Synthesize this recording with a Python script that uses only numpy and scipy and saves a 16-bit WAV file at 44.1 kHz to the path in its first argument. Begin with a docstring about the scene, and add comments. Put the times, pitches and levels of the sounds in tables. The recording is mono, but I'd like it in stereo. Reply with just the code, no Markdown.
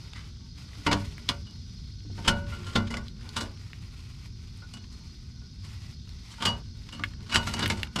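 """Pliers pull and cut wire wound round a mower blade, heard from under the steel deck.
From the start, glove and grass rustle over insects on the left and a far rumble with a faint hum.
At 0.9-3.4 s wire and jaws slip in clusters: each grit burst rings blade and pliers and thumps the deck;
hard knocks shake the camera. Strands or stalks snap. Light knocks follow; from 6.3 s hard ones
crowd in, and the wire drags loudest near 7.6 s."""
import sys
import numpy as np
from scipy import signal
from scipy.fft import rfft, irfft
from scipy.io import wavfile

SR = 44100
rng = np.random.default_rng(int(sys.argv[2]) if len(sys.argv) > 2 else 0)


def wav_record(signal):
    """Record a signal, one row per channel, as 16-bit PCM in the file named by sys.argv[1]."""
    frames = np.transpose(np.atleast_2d(signal))
    bounded = np.clip(frames, -1, 1)
    # unit amplitude maps onto the largest positive 16-bit level
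    quanta = np.round(bounded * 32767).astype(np.int16)
    wavfile.write(sys.argv[1], SR, quanta)


N = 352800

# wire or jaw slips: t/s, level/dB, bite f/Hz, treble/dB, thump f/Hz, thump/dB, blade f/Hz, blade/dB,
# pliers/dB, grit t60/s; treble, blade and pliers relative to level; the 28 Hz thump is a camera jolt
SLIPS = [(0.155, -31, 1950, -36, 221, -60, 1534, -45, -33, 0.25),
         (0.78, -67, 2000, -20, 292, -41, 700, -25, -30, 0.069),
         (0.8645, -9.5, 2140, -19, 278, -17, 936, -20.5, -20.5, 0.063),
         (0.9131, -11.5, 2170, -21, 292, -19.5, 1190, -35, -33, 0.073),
         (0.9286, -8.5, 3060, -36, 297, -16, 1160, -28, -38, 0.04),
         (1.289, -10.5, 3390, -37, 213, -33.5, 1190, -28, -36, 0.073),
         (1.4655, -42, 3060, -18, 300, -55, 1130, -31, -7, 0.13),
         (2.0497, -77, 2060, -27, 296, -38, 522, -25, -33, 0.018),
         (2.098, -57, 950, -25, 96, -33, 940, -31, -33, 0.03),
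         (2.1792, -34, 1510, -29, 259, -29.5, 910, -19, -25, 0.061),
         (2.2457, -26, 3200, -20, 288, -30.5, 923, -19, -12, 0.29),
         (2.272, -45, 1120, -20, 28, -24, 1110, -25, -32, 0.023),
         (2.278, -3, 3180, -2.5, 219, -19, 1425, -27, -26, 0.062),
         (2.5201, -36, 2110, -22, 231, -57, 1376, -13, -10, .14),
         (2.6603, -32.5, 3000, -2, 234, -54, 1390, -19, -28, 0.35),
         (2.7554, -8.5, 3650, -40, 217.7, -15.5, 1393, -25, -28, 0.064),
         (2.9038, -29, 2050, 0.5, 222, -29, 1400, -19, -11, 0.15),
         (2.94, -16.5, 2300, -25, 247, -32, 1470, -34, -25.5, 0.03),
         (2.969, -22.5, 2020, -3, 238, -39, 1120, -30, -44, 0.042),
         (3.3642, -13.5, 3720, -2, 216, -29.5, 1390, -26.5, -19.5, .1),
         (3.4072, -21.5, 3940, 1, 285, -31.5, 910, -26, -22, .11),
         (4.6187, -44, 1490, -24, 250, -46, 1403, -14, -26, .059),
         (4.7368, -32, 2780, 7.5, 212, -43.5, 1460, -31, -8, 0.039),
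         (4.77, -31, 2960, -9, 214, -53, 1490, -42, -29, 0.051),
         (4.9225, -48, 4200, 10, 225, -50, 1420, -34, -28, 0.13),
         (5.416, -53.5, 1480, -20, 213, -51, 1420, -16, -28, 0.058),
         (5.6452, -36.5, 2310, -3, 210, -50.5, 1060, -34, -22, 0.11),
         (6.3102, -37.5, 3120, 5, 240, -67, 1540, -37, -21, 0.15),
         (6.3395, -28, 3870, -9, 239, -62, 850, -48, -31, 0.019),
         (6.3806, -44, 1450, -23, 215, -62, 920, -11, -21, .11),
         (6.4033, -26.5, 3080, -22, 215, -38, 1440, -19, -22, 0.094),
         (6.4206, -15, 3120, -12, 212, -33, 916, -25, -25, .1),
         (6.4534, -7, 3080, -3, 202, -27.5, 964, -30, -32, 0.057),
         (6.4659, -18.5, 2920, -11, 236, -29, 1110, -22, -2, .16),
         (6.889, -28, 3430, -24, 221, -61, 666, -38, -30, 0.025),
         (6.9236, -28, 2800, -4, 234, -47, 1300, -28, -13.5, 0.11),
         (6.947, -36, 1500, -25, 234, -58, 1190, -35, -30, 0.049),
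         (6.9932, -28.5, 1226, -25, 272, -31.5, 1170, -20, -38, 0.028),
         (7.2934, -26.5, 4140, -20, 220, -41.5, 1200, -24, -15, 0.22),
         (7.3194, -18.5, 2520, -19, 220, -44, 1460, -23, -11, .15),
         (7.3422, -10.5, 2800, -1.5, 229, -38, 1470, -24.5, -11, 0.077),
         (7.3564, -6.5, 3040, -7, 246, -23.5, 910, -28.5, -19.5, 0.072),
         (7.471, -16.5, 2100, -1, 214, -27.5, 1390, -29.5, -24, 0.04),
         (7.5377, -16, 4420, 0, 240, -27, 700, -36, -19, 0.039),
         (7.5921, -14, 2240, 3, 229, -27, 980, -31, -20, 0.025),
         (7.6253, -12.5, 3600, -22, 304, -26, 1440, -30, -16, 0.079),
         (7.6998, -10, 2150, -5.5, 213, -25, 886, -31.5, -31, 0.061),
         (7.7715, -29, 2130, 0, 227, -32, 950, -34, -31, .086),
         (7.9596, -11.5, 3000, -1.5, 213, -25, 1230, -27, -21, 0.044),
         (7.9873, -15.5, 5300, -9, 214, -24, 910, -30, -19, 0.099)]
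# ring time until wire or hand mutes it: slip level/dB, t/s
MUTE_DELAY = [(-45, .035), (-30, .11), (-10, .1), (-3, .25)]
# modes of blade with spindle, and of pliers: f/Hz, level/dB, t60/s
BLADE_MODES = [(571, -9, .9), (700, -9, .3), (829, -14, .3), (912, -3, .3), (945, -12, .5), (1034, -4, .2),
               (1118, -4, .18), (1190, -7, .15), (1389, -4, .23), (1457, -5, .3), (1472, -8, .55),
               (1529, -16, .7), (1895, -14, .2), (2060, -8, .2), (2213, -10, .2), (2305, -14, .25),
               (2390, -12, .15), (2787, -8, .15), (3295, -16, .2), (3881, -17, .2), (4240, -16, .2),
               (4829, -18, .25), (5120, -17, .2), (6870, -24, .15)]
PLIERS_MODES = [(2912, 0, .26), (4662, -9, .2), (5965, -12, .19), (7650, -28, .15)]
# deep thump of the jolted camera (first row), then deck modes: f/Hz, level/dB, t60/s
THUMP_MODES = [(28.6, -10, 0.52), (59.5, -14.5, 0.8), (97, 0.5, 0.42), (162.3, 1, 0.17), (199.6, -4, 0.36),
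               (229.2, -6.5, 0.42), (291.8, -8.5, 0.282), (353.8, -10, 0.34), (410.8, -12.5, 0.28)]
# strand or stalk snaps: t/s, level/dB, f/Hz, treble/dB, t60/s, left minus right/dB
SNAP_EVENTS = [(0.733, -41, 1800, -12, 0.013, -5), (1.181, -32, 1500, 2, 0.019, -4),
               (1.29, -4.5, 3700, -23, 0.016, 4.5), (1.51, -37, 4850, -17, .012, 3),
               (2.006, -46, 2300, -14, .012, -7), (3.0828, -28.5, 3650, -10, 0.012, 8),
               (3.1944, -47, 1840, -10, .012, 4), (3.291, -26.5, 4240, -18, 0.021, 0),
               (3.7323, -28.5, 2040, -9, 0.0075, -1), (4.575, -42, 8500, -6, .012, 0),
               (6.0925, -34, 4660, -12, .01, 6), (7.0374, -12.5, 1650, -29, 0.038, -1.5),
               (7.0416, -21, 1650, -7, 0.0066, -2), (7.137, -43, 1750, -10, 0.013, 3),
               (7.6594, -12.5, 1990, -3, .02, -5), (7.6785, -26, 2170, 13, 0.0095, -9),
               (7.8319, -12.5, 2570, -8, 0.016, -8)]
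# wire dragging on steel: t/s, level/dB
DRAG_LEVELS = [(0.0, -58), (0.47, -67), (0.96, -49.5), (1.98, -76), (2.16, -69), (2.36, -52.5),
               (2.85, -43.5), (3.03, -63), (3.25, -51.5), (3.36, -56.5), (4.3, -77), (4.84, -61),
               (5.37, -71.5), (5.84, -72), (6.11, -69), (6.46, -67.5), (6.64, -69), (7.33, -52.5),
               (7.48, -47), (7.62, -33), (7.93, -59.5), (8.0, -63)]
# glove and sleeve on grass: t/s, length/s, level/dB
BRUSH_EVENTS = [(0.0, .28, -63.5), (0.586, 0.27, -57), (0.859, 0.27, -54), (1.183, 0.23, -62.5),
                (1.492, 0.4, -71), (2.148, 0.25, -57.5), (2.487, 0.34, -56.5), (2.893, 0.17, -64.5),
                (3.23, 0.23, -62.5), (3.343, 0.17, -61.5), (3.598, 0.67, -61.5), (4.4, .22, -67.5),
                (4.692, 0.074, -62), (4.88, 0.28, -69.5), (5.642, 0.27, -59), (6.087, .1, -62.5),
                (6.24, 0.22, -58), (6.4, 0.19, -60.5), (6.777, 0.34, -66), (7.238, 0.23, -58),
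                (7.433, .3, -46.5), (7.768, .08, -53.5), (7.948, .1, -60)]
# noise density shapes: f/Hz, level/dB
GRIT_SPECTRUM = [(120, -12), (300, -2.5), (600, -40), (1000, -2.5), (1500, -5.5), (2200, -8.5),
                 (3200, -5.5), (5000, -5), (8000, -16), (11000, -28), (15500, -48)]
RUSTLE_SPECTRUM = [(290, -54), (500, 2.5), (1430, 9), (1600, 0.5), (1960, 11), (4980, 7), (6930, 4),
                   (12100, -5.5), (15500, -19)]
RUMBLE_SPECTRUM = [(12, -31), (20, -15.5), (48, 0.5), (107, 1), (136, -6.5), (198, -11.5), (295, -24),
                   (329, -26.5), (401, -29), (536, -45.5), (1210, -69), (1320, -64), (1500, -33.5),
                   (1950, -65), (3300, -120)]
# insect song: f/Hz, width/Hz, level/dB
INSECT_BANDS = [(3676, 800, 8.5), (4300, 80, 9), (4260, 2200, 3.5), (4930, 530, 13.5), (5504, 33, 4),
                (5000, 63, -3.5), (5930, 200, 3.5), (6140, 550, 2)]
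# insect background, with preset dips for gain control ducking after loud knocks: t/s, level/dB
DUCKED_INSECT_LEVELS = [(0.0, -53), (0.22, -55.5), (2.21, -53.5), (2.4, -58.5), (3.65, -58), (6.32, -54.5),
                        (7.2, -57.5)]
# left against right: f/Hz, level/dB
LEFT_GAIN = [(100, 0), (400, 0), (700, 1.5), (5000, 1.5), (7000, -4), (9000, -9), (15000, -7)]
# left against right: f/Hz, lag/rad
LEFT_LAG = [(50, 0), (700, .2), (1500, .4), (3200, .8), (4400, 1.4), (6000, 2.2), (8000, 1.3), (15000, 1.3)]

TIME_S, RING_TIME_S = np.arange(N) / SR, np.arange(SR // 2) / SR
SIDE = np.array([[1], [-1]])   # left plus, right minus


def slips(bite_db=-4, clunk_db=-16.5, sheet_count=48):
    """Wire or jaw slips on steel: grit bursts, blade and pliers ring, deck and jolted camera thump."""
    grit, white = coloured(grains(12000, spread_db=4.5), GRIT_SPECTRUM), grains(6000, spread_db=2.0)
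    treble = unit_rms(butter(grit, 2, 6000, "high"))
    hollow = unit_rms(butter(white, 2, [200, 1000], "band"))
    blade, thumps = free_rings(BLADE_MODES), free_rings(THUMP_MODES)
    pliers = free_rings(PLIERS_MODES).sum(axis=0)
    blade_draws = rng.normal(0, 1, (len(SLIPS), len(BLADE_MODES)))
    sheet_hz = np.geomspace(800, 9000, sheet_count) * rng.uniform(0.92, 1.03, sheet_count)
    sheet_cycles = sheet_hz[:, None] * RING_TIME_S[:SR // 6] + rng.random((sheet_count, 1))
    sheet = np.sin(2 * np.pi * sheet_cycles)
    sheet_draws = rng.normal(0, 1, (len(SLIPS), sheet_count))
    gaps_s = np.diff([row[0] for row in SLIPS], append=N / SR)
    out = np.zeros(N + SR)
    for row, gap_s, blade_draw, sheet_draw in zip(SLIPS, gaps_s, blade_draws, sheet_draws):
        t_s, db, bite_hz, treble_db, thump_hz, thump_db, blade_hz, blade_db, pliers_db, t60_s = row
        rise_s = .001 + .02 * t60_s
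        start = round((t_s - 2 * rise_s) * SR)
        envelope = burst(rise_s, t60_s)[:N - start]
        span = slice(start, start + len(envelope))
        bite = unit_rms(resonance(white[span], bite_hz, 0.064 * bite_hz))
        scrape = grit[span] + amp(bite_db) * bite + amp(treble_db) * treble[span]
        out[span] += amp(db - 13.5) * envelope * scrape
        clunk = amp(thump_db + 0.28 * (db - thump_db) + clunk_db) * hollow[span]
        out[span] += burst(1.38 * rise_s, 3.32 * t60_s)[:N - start] * clunk   # lows last longer

        # each blow wakes other short-lived modes of the deck sheet
        sheet_db = at_hz(GRIT_SPECTRUM, sheet_hz) + contact_db(sheet_hz[:, None], bite_hz, 3.7, 0.17)
        clank = amp(sheet_db + 4.5 * sheet_draw) @ sheet
        out[span] += amp(db - 32.5) * (burst(rise_s, 2.06 * t60_s) * clank)[:N - start]

        boost_db = contact_db(BLADE_MODES, blade_hz, 11, .05) + contact_db(BLADE_MODES, bite_hz, 10, .06)
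        blade_gains = amp(blade_db + boost_db + 2.5 * blade_draw) * np.sign(np.roll(blade_draw, 1))
        swell = 1 - np.exp(-RING_TIME_S / rise_s)
        mute_s = min(max(gap_s, .1), np.interp(db, *np.transpose(MUTE_DELAY)))
        mute = 1 / (1 + np.exp((RING_TIME_S - mute_s) / .015))
        rings = amp(db) * swell * mute * (blade_gains @ blade + amp(pliers_db - 1.5) * pliers)
        thump_gains = amp(thump_db - 9 + contact_db(THUMP_MODES, thump_hz, 13.3, 0.16))
        thump = thump_gains @ thumps * (1 - np.exp(-RING_TIME_S / 0.0016))
        hit = round(t_s * SR)
        out[hit:hit + len(RING_TIME_S)] += rings + thump
    return out[:N]


def snaps(width_hz=1300):
    """Strand or stalk breaks: a click and a noisy tail in a broad resonance, with a bright edge."""
    out, white = np.zeros((2, N)), rng.standard_normal((len(SNAP_EVENTS), SR // 6))
    for (t_s, db, hz, treble_db, t60_s, pan_db), noise in zip(SNAP_EVENTS, white):
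        click = .25 * noise * burst(1e-4, t60_s)
        click[4] = 3.0
        body = resonance(resonance(click, hz, width_hz), hz, 2 * hz)
        edge = amp(treble_db) * resonance(click, 7700, 8100) / 2
        snap = body / np.max(np.abs(body)) + edge
        start = round(t_s * SR)
        out[:, start:start + len(snap)] += amp(db + SIDE * pan_db / 2) * snap
    return out


def wire_drag():
    """Wire catches in uneven clumps: it grates, keeps the blade singing and drums the deck."""
    drag_db = np.interp(TIME_S, *np.transpose(DRAG_LEVELS))
    catches = amp(drag_db - 45.5 + 6.4 * drift(15)) * grains(4000, spread_db=0)
    drumming = amp(-88 + 0.77 * (drag_db - drag_db.mean())) * rng.standard_normal(N)
    grating = amp(drag_db - 11 + 8.1 * drift(49)) * coloured(grains(12000, spread_db=1), GRIT_SPECTRUM)
    return driven_rings(catches, BLADE_MODES[2:18]) + driven_rings(drumming, THUMP_MODES) + grating


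def rustle(attack_s=0.015, release_s=0.02, rest_db=-68):
    """Cloth brushes dry stalks: clumped fine grains, partly different on each side."""
    level = amp(rest_db)
    for t_s, length_s, db in BRUSH_EVENTS:
        attack = np.exp(np.minimum(TIME_S - t_s, 0) / attack_s)
        release = np.exp(np.minimum(t_s + length_s - TIME_S, 0) / release_s)
        level = level + amp(db) * np.minimum(attack, release)
    mid, side = (coloured(grains(9000, spread_db=4.0), RUSTLE_SPECTRUM) for _ in range(2))
    clumps = amp(2.0 * drift(18))
    return level * clumps * (mid + 0.79 * side * SIDE)


def camera_shudder(gain_db=-22.5, slope=1.53, t60_s=1):
    """Rms of the low rumble of the camera shaken by knocks; steeply more for hard ones."""
    power = np.zeros(N)
    for t_s, db, *_ in SLIPS:
        power[round(t_s * SR)] = amp(slope * db + gain_db) ** 2
    return np.sqrt(signal.lfilter([1], [1, -amp(-120 / (t60_s * SR))], power + 1e-18))


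def deck_echoes(x, t60_s=0.087, wet_db=-5.5, hand_shift_s=.25):
    """Dense reflections between deck and ground; the paths change as the hand shifts."""
    t_s, hop = np.arange(round(.15 * SR)) / SR, round(hand_shift_s * SR)
    out, fade = np.zeros((2, N + 4 * hop)), signal.windows.hann(2 * hop, sym=False)
    x = np.pad(x, ((0, 0), (hop, 2 * hop)))
    for i in range(0, N + hop, hop):
        tail = rng.standard_normal((2, len(t_s))) * amp(-60 * t_s / t60_s) * (t_s > .0005)
        tail = butter(tail, 1, 200, "high")   # long waves pass unscattered
        tail = tail + 0.33 * np.diff(tail, prepend=0)   # short waves scatter most
        tail /= np.sqrt(np.sum(tail ** 2) / 2)
        wet = signal.fftconvolve(x[:, i:i + 2 * hop] * fade, tail, axes=1)
        out[:, i:i + wet.shape[1]] += wet
    return amp(wet_db) * out[:, hop:hop + N]


def shade_left(x):
    """Close sounds reach the left later and with less top."""
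    hz = np.fft.rfftfreq(N, 1 / SR)
    response = amp(at_hz(LEFT_GAIN, hz)) * np.exp(-1j * at_hz(LEFT_LAG, hz))
    return np.array([irfft(rfft(x[0]) * response, N), x[1]])


def insects():
    """Many far singers blur into throbbing noise bands, mostly on the left."""
    chorus = 0
    for hz, width_hz, db in INSECT_BANDS:
        throb = amp(1.5 * drift(58) + drift(1.9))
        mid, side = resonance(resonance(rng.standard_normal((2, N)), hz, width_hz), hz, 2 * width_hz)
        chorus = chorus + amp(db) * throb * (mid + .5 * side * SIDE) / np.std(mid)
    ducked_db = np.interp(TIME_S, *np.transpose(DUCKED_INSECT_LEVELS))
    return amp(ducked_db + np.array([[2.0], [-3.0]])) * unit_rms(chorus)


def rumble(shudder_rms, floor_db=-42, hum_hz=241.7, hum_db=-61):
    """Far low noise, nearly mono, with a wavering hum; the camera shudder swells the same noise."""
    mid, side = (coloured(white, RUMBLE_SPECTRUM) for white in rng.standard_normal((2, N)))
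    hum_level = amp(hum_db + 2.0 * drift(3.4))
    hum = hum_level * np.sin(2 * np.pi * np.cumsum(hum_hz + drift(0.95)) / SR)
    level = np.hypot(amp(floor_db + 0.79 * drift(0.65)), shudder_rms)
    return level * (mid + amp(-22.5) * side * SIDE) + hum


def burst(rise_s, t60_s):
    """Envelope: swells for three rise times, then dies."""
    t_s = np.arange(SR // 6) / SR
    swell = np.exp(np.minimum(t_s / rise_s - 3, 0))
    return np.where(t_s < 3 * rise_s, swell, amp(-60 * (t_s - 3 * rise_s) / t60_s))


def contact_db(modes, hz, gain_db, width_oct):
    """Boost of modes near the pitch favoured by the point of contact."""
    return gain_db * np.exp(-(np.log2(np.array(modes)[:, 0] / hz) / width_oct) ** 2)


def free_rings(modes):
    """One decaying sine per mode."""
    hz, db, t60_s = np.transpose(modes)[:, :, None]
    return amp(db - 60 * RING_TIME_S / t60_s) * np.sin(2 * np.pi * hz * RING_TIME_S)


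def driven_rings(force, modes):
    """Sum of two-pole modes driven by one force."""
    out = 0
    for hz, db, t60_s in modes:
        r, w = amp(-60 / (t60_s * SR)), 2 * np.pi * hz / SR
        out += amp(db) * signal.lfilter([0, np.sin(w)], [1, -2 * r * np.cos(w), r * r], force + 1e-18)
    return out


def resonance(x, hz, width_hz):
    """Band-pass, peak gain 1."""
    r, w = np.exp(-np.pi * width_hz / SR), 2 * np.pi * hz / SR
    return signal.lfilter(np.array([1, 0, -1]) * (1 - r * r) / 2, [1, -2 * r * np.cos(w), r * r], x)


def grains(per_s, spread_db):
    """Random clicks; rms 1."""
    sizes = amp(spread_db * np.minimum(rng.exponential(1, N), 5)) * rng.choice([-1, 1], N)
    return unit_rms(sizes * (rng.random(N) < per_s / SR))


def drift(rate_hz):
    """Slow random wander; rms about 1."""
    r = np.exp(-80 * np.pi * rate_hz / SR)   # runs at SR / 40
    slow = signal.lfilter([1], [1, -2 * r, r * r], rng.standard_normal(N // 40 + 2002))[2000:]
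    return np.interp(np.arange(N) / 40, np.arange(len(slow)), unit_rms(slow))


def coloured(x, spectrum):
    """Noise shaped by a spectrum; rms 1."""
    return unit_rms(irfft(rfft(x) * amp(at_hz(spectrum, np.fft.rfftfreq(N, 1 / SR))), N))


def at_hz(points, hz):
    """Table lookup over log frequency."""
    table_hz, values = np.transpose(points)
    return np.interp(np.log(np.maximum(hz, 1)), np.log(table_hz), values)


def butter(x, order, hz, kind):
    return signal.sosfilt(signal.butter(order, hz, kind, fs=SR, output="sos"), x)


def unit_rms(x):
    return x / np.sqrt(np.mean(x ** 2) + 1e-20)


def amp(db):
    return 10 ** (np.asarray(db) / 20)


def scene():
    """Close work under the deck, then the surroundings."""
    close = slips() + snaps() + wire_drag() + rustle()
    return shade_left(close + deck_echoes(close)) + insects() + rumble(camera_shudder())


def record(dry):
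    """High-pass at 18 Hz; stopband from 16.1 kHz."""
    dry = butter(dry, 1, 18, "high")
    return signal.sosfilt(signal.cheby2(12, 70, 16100, fs=SR, output="sos"), dry)


dry = scene()
out = record(dry)
wav_record(out)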